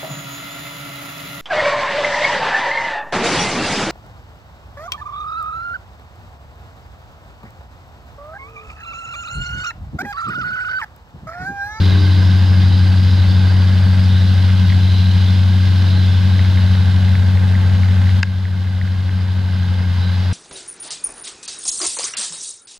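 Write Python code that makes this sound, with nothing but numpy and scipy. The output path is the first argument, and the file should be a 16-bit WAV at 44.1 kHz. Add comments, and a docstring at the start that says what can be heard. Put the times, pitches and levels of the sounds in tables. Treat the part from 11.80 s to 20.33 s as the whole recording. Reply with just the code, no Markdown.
"""A field where two potato harvesters work, the near one crawling away. Its six-cylinder diesel drones as a stack
of sines and beats against the farther one; hydraulics and a shaft hum beneath. Shaped noise makes the exhaust
rumble, clattering sieve webs, a ringing steel panel, hissing soil and a squealing belt. Light ticks ring small
modes; one sharp click right at the microphone makes the limiter duck, and the level swells back at 2 dB per second.
Microphone hiss, a thin motor whine and a whistle lie under it all."""
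import sys
import numpy as np
from scipy import signal
from scipy.fft import rfft, irfft, next_fast_len
from scipy.io import wavfile
from scipy.ndimage import uniform_filter1d

SR = 44100
rng = np.random.default_rng(int(sys.argv[2]) if len(sys.argv) > 2 else 0)


def waveform_to_disk(signal):
    """Save audio, clipped to [-1, 1], as 16-bit WAV at the path in sys.argv[1]."""
    frames = np.transpose(np.atleast_2d(signal))
    scaled = np.clip(frames, -1, 1) * 32767
    samples = np.round(scaled).astype(np.int16)
    wavfile.write(sys.argv[1], SR, samples)


N = 376173

# Stereo likeness of all coloured noise. Each row: frequency in Hz, left-right correlation from 0 to 1.
LIKENESS = [(30, 0.88), (90, 1), (200, 0.61), (400, 0.63), (900, 0.58), (1600, 0.765), (2400, 0.94),
            (3500, 0.86), (5000, 0.57), (8000, 0.51), (14000, 0.47)]

# Near diesel's firing tone and its partials. Each row: multiple of the firing rate, relative level in dB.
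NEAR_ORDERS = [(1 / 2, -37.5), (2 / 3, -28), (1, 0), (4 / 3, -37), (3 / 2, -26.5), (2, -14), (5 / 2, -37),
               (3, -41.5)]
# A load pulls the near engine down. Each row: middle in seconds, length in seconds, sag in Hz.
ENGINE_LOAD = [(8.15, 1.145, 2.58)]
# The farther drone fades now and then. Each row: middle in seconds, length in seconds, depth in dB.
FAR_FADES = [(.3, .9, 4), (1.88, .5, 8), (2.6, 0.65, 8), (3.95, 1.2, 15), (5.73, 0.42, 10), (8.42, .7, 5)]
NEAR_HZ, NEAR_WAVER_HZ = 92.93, 0.11
NEAR_START_DB, RECEDE_DB_PER_S = -10, 0.2563
FAR_HZ, FAR_DB = 80.2, -26.5

# Colour of the exhaust rumble. Each row: frequency in Hz, relative level in dB.
RUMBLE_COLOUR = [(12, -18.5), (24, -17), (38, -5.5), (60, -4.5), (100, -1.5), (135, -3.5), (165, 2),
                 (200, 3), (240, -9.5), (285, -9), (320, -23.5), (450, -44), (1500, -79)]
# Its stereo lean. Each row: frequency in Hz, left minus right in dB.
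RUMBLE_BALANCE = [(30, 1), (150, 2.9), (280, .3)]
RUMBLE_START_DB = -26

# Effort of the hydraulic drive, heard as its hum. Each row: time in seconds, level in dB.
DRIVE_EFFORT = [(0, -31.5), (.2, -31.5), (.5, -37), (1.2, -42), (1.65, -39), (2.1, -47.5), (3, -50),
                (4.1, -40.5), (5.3, -56), (7.3, -47), (8.53, -52)]
# Colour of the oil rush. Each row: frequency in Hz, relative level in dB.
OIL_COLOUR = [(150, -20.5), (260, -1), (400, -5.5), (700, -14.5), (1100, -6.5), (1500, -25), (5000, -60)]
DRIVE_START_HZ, DRIVE_CREEP_HZ_PER_S = 100.8, .3
# the overtone comes up under strain: dB at full effort, dB per dB of effort
OVERTONE_DB, OVERTONE_FOLLOWS = -37, 3.0

SHAFT_HZ, SHAFT_START_DB, SHAFT_FADE_DB_PER_S = 338.7, -47.5, 1.4

# Load on the sieve webs, heard as their clatter. Each row: time in seconds, level in dB.
WEB_LOAD = [(0, -33), (1.2, -35), (1.95, -33.5), (2.5, -35.5), (3.8, -35.6), (4.8, -34.5), (7, -35.2),
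            (8.2, -33.5), (8.53, -33.5)]
# Colour of the clatter. Each row: frequency in Hz, relative level in dB.
CLATTER_COLOUR = [(200, -13), (340, -3.5), (480, 0.5), (680, -1), (870, 1), (1050, -2), (1220, -4),
                  (1450, -4.5), (1850, -4.5), (2110, -1), (2290, -11.5), (2600, -7.5), (4000, -43),
                  (9000, -49.5)]
# Its stereo lean. Each row: frequency in Hz, left minus right in dB.
CLATTER_BALANCE = [(300, 2.0), (800, 2.0), (1200, -1.0), (1850, -1.0), (2200, 1.0)]
# Colour of the ringing panel. Each row: frequency in Hz, relative level in dB.
PANEL_COLOUR = [(1250, -24.0), (1460, -7.5), (1550, -2.5), (1610, -3), (1690, -8.5), (1800, -21),
                (2400, -40), (6000, -80)]
# the panel rings with the clatter: mean dB, dB per dB of load
PANEL_DB, PANEL_FOLLOWS = -41.4, 1.2

# Flow of soil over the webs, heard as its hiss. Each row: time in seconds, level in dB.
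SOIL_FLOW = [(0, -31.5), (.5, -35), (2.05, -35.5), (2.4, -34), (3.2, -33.8), (4.8, -35), (5.6, -38.5),
             (7, -37.5), (8.3, -35.5), (8.53, -35)]
# Colour of the hiss. Each row: frequency in Hz, relative level in dB.
SOIL_COLOUR = [(1800, -19.5), (2450, -7.5), (2750, -5.5), (3020, -.5), (3250, -2.5), (3650, -1), (3970, -1),
               (4300, -5), (4930, -7.5), (5400, -10.5), (5800, -17), (6300, -17.5), (7000, -27.5),
               (14000, -32)]
# Its stereo lean. Each row: frequency in Hz, left minus right in dB.
SOIL_BALANCE = [(2400, -1), (3300, -.5), (4100, -0.5), (4350, -4), (4750, -1), (5000, 0), (6000, 0.5)]

# Fits of belt rubbing. Each row: start in seconds, length in seconds, pitch in Hz, glide in Hz per second,
# level in dB.
RUBS = [(0, .2, 3960, -800, -33), (.2, 0.45, 3950, -400, -41.5), (.8, 0.28, 3910, 299, -39),
        (1.253, .2, 3950, 0, -39), (1.46, 0.18, 3480, 999, -39), (2.28, .2, 3600, 1200, -37),
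        (2.999, 0.5, 4020, -200, -39), (3.42, 0.14, 3580, 0, -38), (4.028, 0.21, 3920, 0, -37.5),
        (4.2, 0.25, 3500, 0, -40), (4.5, 0.63, 3870, -50, -44.5), (8.18, 0.17, 3930, 0, -39)]
# Rasp pitched above the squeal. Each row: time in seconds, level in dB.
RASP = [(0, -41.5), (1.3, -42), (2.2, -43.5), (2.8, -52), (4.1, -50), (5.5, -59), (7.2, -53), (8.53, -46)]
RUB_ATTACK_S, RUB_RELEASE_S = 0.042, 0.13

# Colour of the microphone hiss. Each row: frequency in Hz, relative level in dB.
MIC_HISS_COLOUR = [(1000, -0.5), (6000, 9), (8000, 7), (10000, 3.5), (13000, 1.5), (16000, -10)]
# Thin whine of a small motor. Each row: pitch in Hz, level in dB, left minus right in dB.
MOTOR_WHINE = [(6610, -63, 8), (8600, -78, -1)]
# The whistle swells at times. Each row: middle in seconds, length in seconds, rise in dB.
WHISTLE_SWELLS = [(1.1, .6, 8), (2.1, .9, 12), (8.5, .5, 9)]
WHISTLE_HZ, WHISTLE_REST_DB = 8091, -73

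# Light ticks and clanks. Each row: time in seconds, strength in dB before the trim, brightness in dB per octave.
TICKS = [(2.42, -28, 11), (2.70, -24, 11), (2.899, -18.5, 11), (2.902, -19, 10), (2.9213, -15.5, 9),
         (2.925, -17, 1), (4.5922, -13.5, -2), (4.6483, -20, 14), (4.773, -16, 1.5), (4.9525, -18, 0),
         (5.3525, -15, -2), (5.5725, -18, 2), (5.752, -18, 0), (6.0325, -15, 0), (6.293, -17, -2),
         (6.4725, -21, 0), (6.6527, -15.5, 0), (7.013, -11, -4), (7.075, -20.5, 0), (7.293, -17, -2),
         (8.2735, -20, 3)]
# Modes of the small part they ring. Each row: frequency in Hz, relative level in dB, 60 dB decay in seconds.
TICK_MODES = [(1750, 1, 0.01), (1980, 2, 0.0099), (2190, -1, 0.011), (2922.5, -11.5, 0.0054),
              (3350, -10, .007), (4150, -13, 0.0065)]
TICK_TRIM_DB = -3.5
# fainter ticks fall within this span, at least this strong before the trim
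FAINT_FROM_S, FAINT_TO_S, FAINT_DB = 4.5, 7.8, -26

# Three contacts of the close click, two milliseconds in all. Each row: time in seconds, strength in dB
# before the trim, brightness in dB per octave.
CLICK_CONTACTS = [(6.4295, -5.5, 4), (6.4303, -11, -4), (6.4314, 1, -0.5)]
# Modes the click rings. Each row: frequency in Hz, relative level in dB, 60 dB decay in seconds.
CLICK_MODES = [(620, -19, .012), (870, -18, 0.019), (1601, -0.5, 0.016), (2120, -2, 0.0068),
               (2615, -4, 0.0078), (3020, -9, 0.011), (3750, -11.5, 0.0077), (4920, -4.5, 0.008),
               (5360, -11, 0.0062), (6530, -12.5, 0.0039), (9900, -32, 0.0025)]
CLICK_TRIM_DB = -3

CUTOFF_HZ = 15800


def seconds():
    """Time at every sample."""
    return np.arange(N) / SR


def from_db(db):
    """Decibels to gain."""
    return 10 ** (np.asarray(db) / 20)


def rms_one(x):
    """Scale to rms 1."""
    return x / np.sqrt(np.mean(x ** 2) + 1e-20)


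def in_time(rows):
    """Each column of a curve at every sample."""
    s, *columns = np.transpose(rows)
    return [np.interp(seconds(), s, column) for column in columns]


def at_hz(points, hz):
    """Read a spectrum on a log-frequency axis."""
    point_hz, value = np.transpose(points)
    return np.interp(np.log(np.maximum(hz, 1)), np.log(point_hz), value)


def pan(balance_db):
    """Left and right gains for a level difference, positive to the left."""
    return from_db(np.array([[.5], [-.5]]) * balance_db)


def angle(per_s):
    """Angle in radians of something turning at this rate."""
    return 2 * np.pi * np.cumsum(per_s) / SR


def swells(rows):
    """Smooth bumps, each with a middle, a length and a height."""
    total = 0
    for middle, length, height in rows:
        phase = np.pi * np.clip((seconds() - middle) / length, -.5, .5)
        total = total + height * np.cos(phase) ** 2
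    return total


def drift(rate):
    """Slow random wandering with spread 1; a higher rate in Hz wanders faster."""
    step = 40  # samples between the slow points
    r = np.exp(-2 * np.pi * rate * step / SR)
    noise = rng.standard_normal(N // step + 2002)
    slow = signal.lfilter([1], [1, -2 * r, r * r], noise)[2000:]  # drop the filter's start-up
    return np.interp(np.arange(N) / step, np.arange(len(slow)), rms_one(slow))


def coloured(spectrum, drive=1, balance=((1000, 0),), lag_s=0):
    """Stereo noise, swelling with the drive, in a given colour and width; the left may lag; rms 1."""
    size = next_fast_len(N)
    hz = np.arange(size // 2 + 1) * SR / size
    mid, side = rfft(rng.standard_normal((2, N)) * drive, size)
    alike = np.clip(at_hz(LIKENESS, hz), 0, 1)
    ears = np.sqrt(1 + alike) * mid + np.sqrt(1 - alike) * side * [[1], [-1]]
    ears[0] *= np.exp(-2j * np.pi * hz * lag_s)
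    shaped = ears * from_db(at_hz(spectrum, hz)) * pan(at_hz(balance, hz))
    return rms_one(irfft(shaped, size)[:, :N])


def knocks(per_s, spread_db, fade_s):
    """Amplitude envelope of many small random collisions, each with decaying power; rms 1."""
    strength = from_db(spread_db * np.clip(rng.standard_normal(N), -2, 2))
    power = (rng.random(N) < per_s / SR) * strength ** 2
    return rms_one(np.sqrt(signal.lfilter([1], [1, -np.exp(-1 / (fade_s * SR))], power + 1e-12)))


def squeal(hz, width_hz):
    """A narrow, restless band of sound that follows a pitch; rms 1."""
    lowpass = signal.butter(2, width_hz / 2, fs=SR, output="sos")
    narrow = signal.sosfilt(lowpass, rng.standard_normal((2, N)))
    turn = angle(hz)
    return rms_one(narrow[0] * np.cos(turn) + narrow[1] * np.sin(turn))


def diesels(firing, near_db):
    """The silencers leave nearly pure firing tones; the two engines beat nearly thirteen times a second."""
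    near = 0
    for order, order_db in NEAR_ORDERS:
        waver_db = .12 if order == 1 else .8
        near = near + from_db(order_db + waver_db * drift(3.6)) * np.cos(order * firing)
    far_turn = angle(FAR_HZ + 0.15 * drift(1.7))
    far = from_db(FAR_DB - swells(FAR_FADES)) * np.cos(far_turn)
    return np.sqrt(2) * (from_db(near_db) * near + far) * pan(2.04)


def exhaust_rumble(receding_db):
    """Low turbulent noise from the exhaust, sinking as the machine crawls away."""
    level_db = RUMBLE_START_DB + receding_db + .5 * drift(2.8)
    return from_db(level_db) * coloured(RUMBLE_COLOUR, balance=RUMBLE_BALANCE)


def hydraulics():
    """The third and fourth harmonics of the drive hum over its oil rush; all three follow its effort."""
    effort_db, = in_time(DRIVE_EFFORT)
    overtone_db = OVERTONE_DB + OVERTONE_FOLLOWS * (effort_db - effort_db.max())
    drive_hz = DRIVE_START_HZ + DRIVE_CREEP_HZ_PER_S * seconds()
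    turn = angle(drive_hz * (1 + 0.0015 * drift(3.4)))
    hum = from_db(effort_db) * np.cos(3 * turn) + from_db(overtone_db) * np.cos(4 * turn)
    rush = from_db(effort_db / 2 - 21.5) * coloured(OIL_COLOUR)
    return np.sqrt(2) * hum * from_db(0.97 * drift(2.6)) * pan(1.0) + rush


def shaft():
    """A faint turning-shaft hum, a wavering sine that fades with distance."""
    level_db = SHAFT_START_DB - SHAFT_FADE_DB_PER_S * seconds() + 1.1 * drift(1.2)
    return np.sqrt(2) * from_db(level_db) * np.sin(angle(SHAFT_HZ + 1.213 * drift(0.58)))


def webs():
    """Rods and clods knock densely on the sieve webs and keep a steel panel ringing and singing."""
    clatter_db = in_time(WEB_LOAD)[0] + .3 * drift(2.3)
    panel_db = PANEL_DB + PANEL_FOLLOWS * (clatter_db - clatter_db.mean()) + .5 * drift(3.0)
    web_knocks = knocks(per_s=2000, spread_db=1, fade_s=0.0041)
    rattle = coloured(CLATTER_COLOUR, drive=web_knocks, balance=CLATTER_BALANCE, lag_s=.00005)
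    panel_knocks = knocks(per_s=700, spread_db=3.0, fade_s=0.0033)
    panel = coloured(PANEL_COLOUR, drive=panel_knocks)
    song = squeal(1595 + 22 * drift(6.95), width_hz=80)
    ringing = panel + from_db(-5.5) * song
    return from_db(clatter_db) * rattle + from_db(panel_db) * ringing * pan(-9)


def soil(firing):
    """Soil and haulm hiss over the steel, mixed with engine clatter that pulses with the firing."""
    hiss_db = in_time(SOIL_FLOW)[0] + .5 * drift(8.6)
    pulse = 1 + 0.095 * np.cos(firing) + 0.062 * np.cos(firing / 2)
    grains = knocks(per_s=3500, spread_db=3.0, fade_s=0.0024)
    hiss = coloured(SOIL_COLOUR, drive=pulse * grains, balance=SOIL_BALANCE, lag_s=.000015)
    return from_db(hiss_db) * hiss


def belt():
    """Rubbing comes in fits: a rough, sliding squeal with a broader rasp above it, further to the right."""
    t, tone = seconds(), 0
    waver_hz = 25 * drift(8)
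    for start, length, hz, glide, level_db in RUBS:
        attack = (t - start) / RUB_ATTACK_S
        release = (start + length - t) / RUB_RELEASE_S + .5  # half let go at the end of the fit
        grip = np.clip(np.minimum(attack, release), 0, 1)
        pitch = hz + glide * np.clip(t - start, 0, length) + waver_hz
        tone = tone + from_db(level_db) * grip * squeal(pitch, width_hz=340)
    rasp_db = in_time(RASP)[0] + 1.9 * drift(12)
    rasp = from_db(rasp_db) * squeal(4820 + 110 * drift(5), width_hz=540)
    return tone * from_db(1.9 * drift(14)) * pan(-1.5) + rasp * pan(-2.5)


def microphone_hiss():
    """Steady electrical noise of the microphone."""
    return from_db(-51.5) * coloured(MIC_HISS_COLOUR)


def motor_whine():
    """A small motor's thin whine: high sines, wavering a little in pitch and level."""
    whine = 0
    for hz, level_db, balance_db in MOTOR_WHINE:
        tone = np.sin(angle(hz + 1.5 * drift(10)))
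        whine = whine + from_db(level_db + drift(2)) * tone * pan(balance_db)
    return np.sqrt(2) * whine


def whistle():
    """A thin high sine that swells at times."""
    level_db = WHISTLE_REST_DB + swells(WHISTLE_SWELLS) + 2.0 * drift(6)
    return np.sqrt(2) * from_db(level_db) * np.sin(angle(WHISTLE_HZ + 2.0 * drift(10))) * pan(-3.5)


def ring(clicks, hz, t60):
    """A unit click sets a decaying sine ringing from height 1."""
    r, w = from_db(-60 / (t60 * SR)), 2 * np.pi * hz / SR
    return signal.lfilter([0, np.sin(w)], [1, -2 * r * np.cos(w), r * r], clicks + 1e-18)


def strike(hits, modes, vary_db):
    """Every hit rings each mode with a strength of its own; bright hits favour the modes above 2 kHz."""
    s, hit_db, bright_db = np.transpose(hits)
    chance, out = rng.standard_normal((len(hits), len(modes))), np.zeros(N)
    for k, (hz, mode_db, t60) in enumerate(modes):
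        clicks = np.zeros(N)
        tilt_db = bright_db * np.log2(hz / 2000)
        clicks[(s * SR).astype(int)] = from_db(hit_db + mode_db + tilt_db + vary_db * chance[:, k])
        out += ring(clicks, hz, t60) * (-1) ** k  # neighbouring modes start in opposite directions
    return out


def ticking():
    """The clear ticks and a scatter of faint ones ring the same small part."""
    faint = []
    for when, force in rng.random(size=(14, 2)):
        faint.append((FAINT_FROM_S + when * (FAINT_TO_S - FAINT_FROM_S), FAINT_DB + 4 * force, 0))
    return from_db(TICK_TRIM_DB) * strike(TICKS + faint, TICK_MODES, vary_db=1.5) * pan(-1.3)


def close_click():
    """Three quick hard contacts right at the microphone ring a set of short modes."""
    return from_db(CLICK_TRIM_DB) * strike(CLICK_CONTACTS, CLICK_MODES, vary_db=1.7) * pan(0.97)


def scene():
    """Engines, machinery, ticks, the close click and the thin sounds beneath."""
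    receding_db = -RECEDE_DB_PER_S * seconds()
    firing = angle(NEAR_HZ + NEAR_WAVER_HZ * drift(1.23) - swells(ENGINE_LOAD))
    engines = diesels(firing, NEAR_START_DB + receding_db) + exhaust_rumble(receding_db)
    drone = engines + hydraulics() + shaft()
    digging = webs() + soil(firing) + belt()
    thin = microphone_hiss() + motor_whine() + whistle()
    return drone + digging + thin + ticking() + close_click()


def limiter(x, ceiling_db, most_db, release_db_per_s, ahead_s):
    """Looks ahead, ducks under a peak and recovers slowly."""
    level_db = 20 * np.log10(np.abs(x).max(axis=0) + 1e-9)
    over = np.clip(level_db - ceiling_db, 0, most_db)
    ramp = release_db_per_s * seconds()
    held = np.maximum.accumulate(over + ramp) - ramp  # each peak's duck shrinks at the release rate
    early = np.interp(np.arange(N) + ahead_s * SR, np.arange(N), held)
    return x * from_db(-uniform_filter1d(early, size=800))


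def record(dry):
    """Limiter, full-scale stop, soft ends and a steep top cut."""
    ducked = limiter(dry, ceiling_db=-1.23, most_db=6.5, release_db_per_s=2.0, ahead_s=0.024)
    limited = np.clip(ducked, -1, 1)
    ends = np.clip(np.minimum(np.arange(N), np.arange(N)[::-1]) / (.002 * SR), 0, 1)
    top_cut = signal.ellip(14, .1, 80, CUTOFF_HZ, fs=SR, output="sos")
    return signal.sosfilt(top_cut, limited * ends)


dry = scene()
out = record(dry)
waveform_to_disk(out)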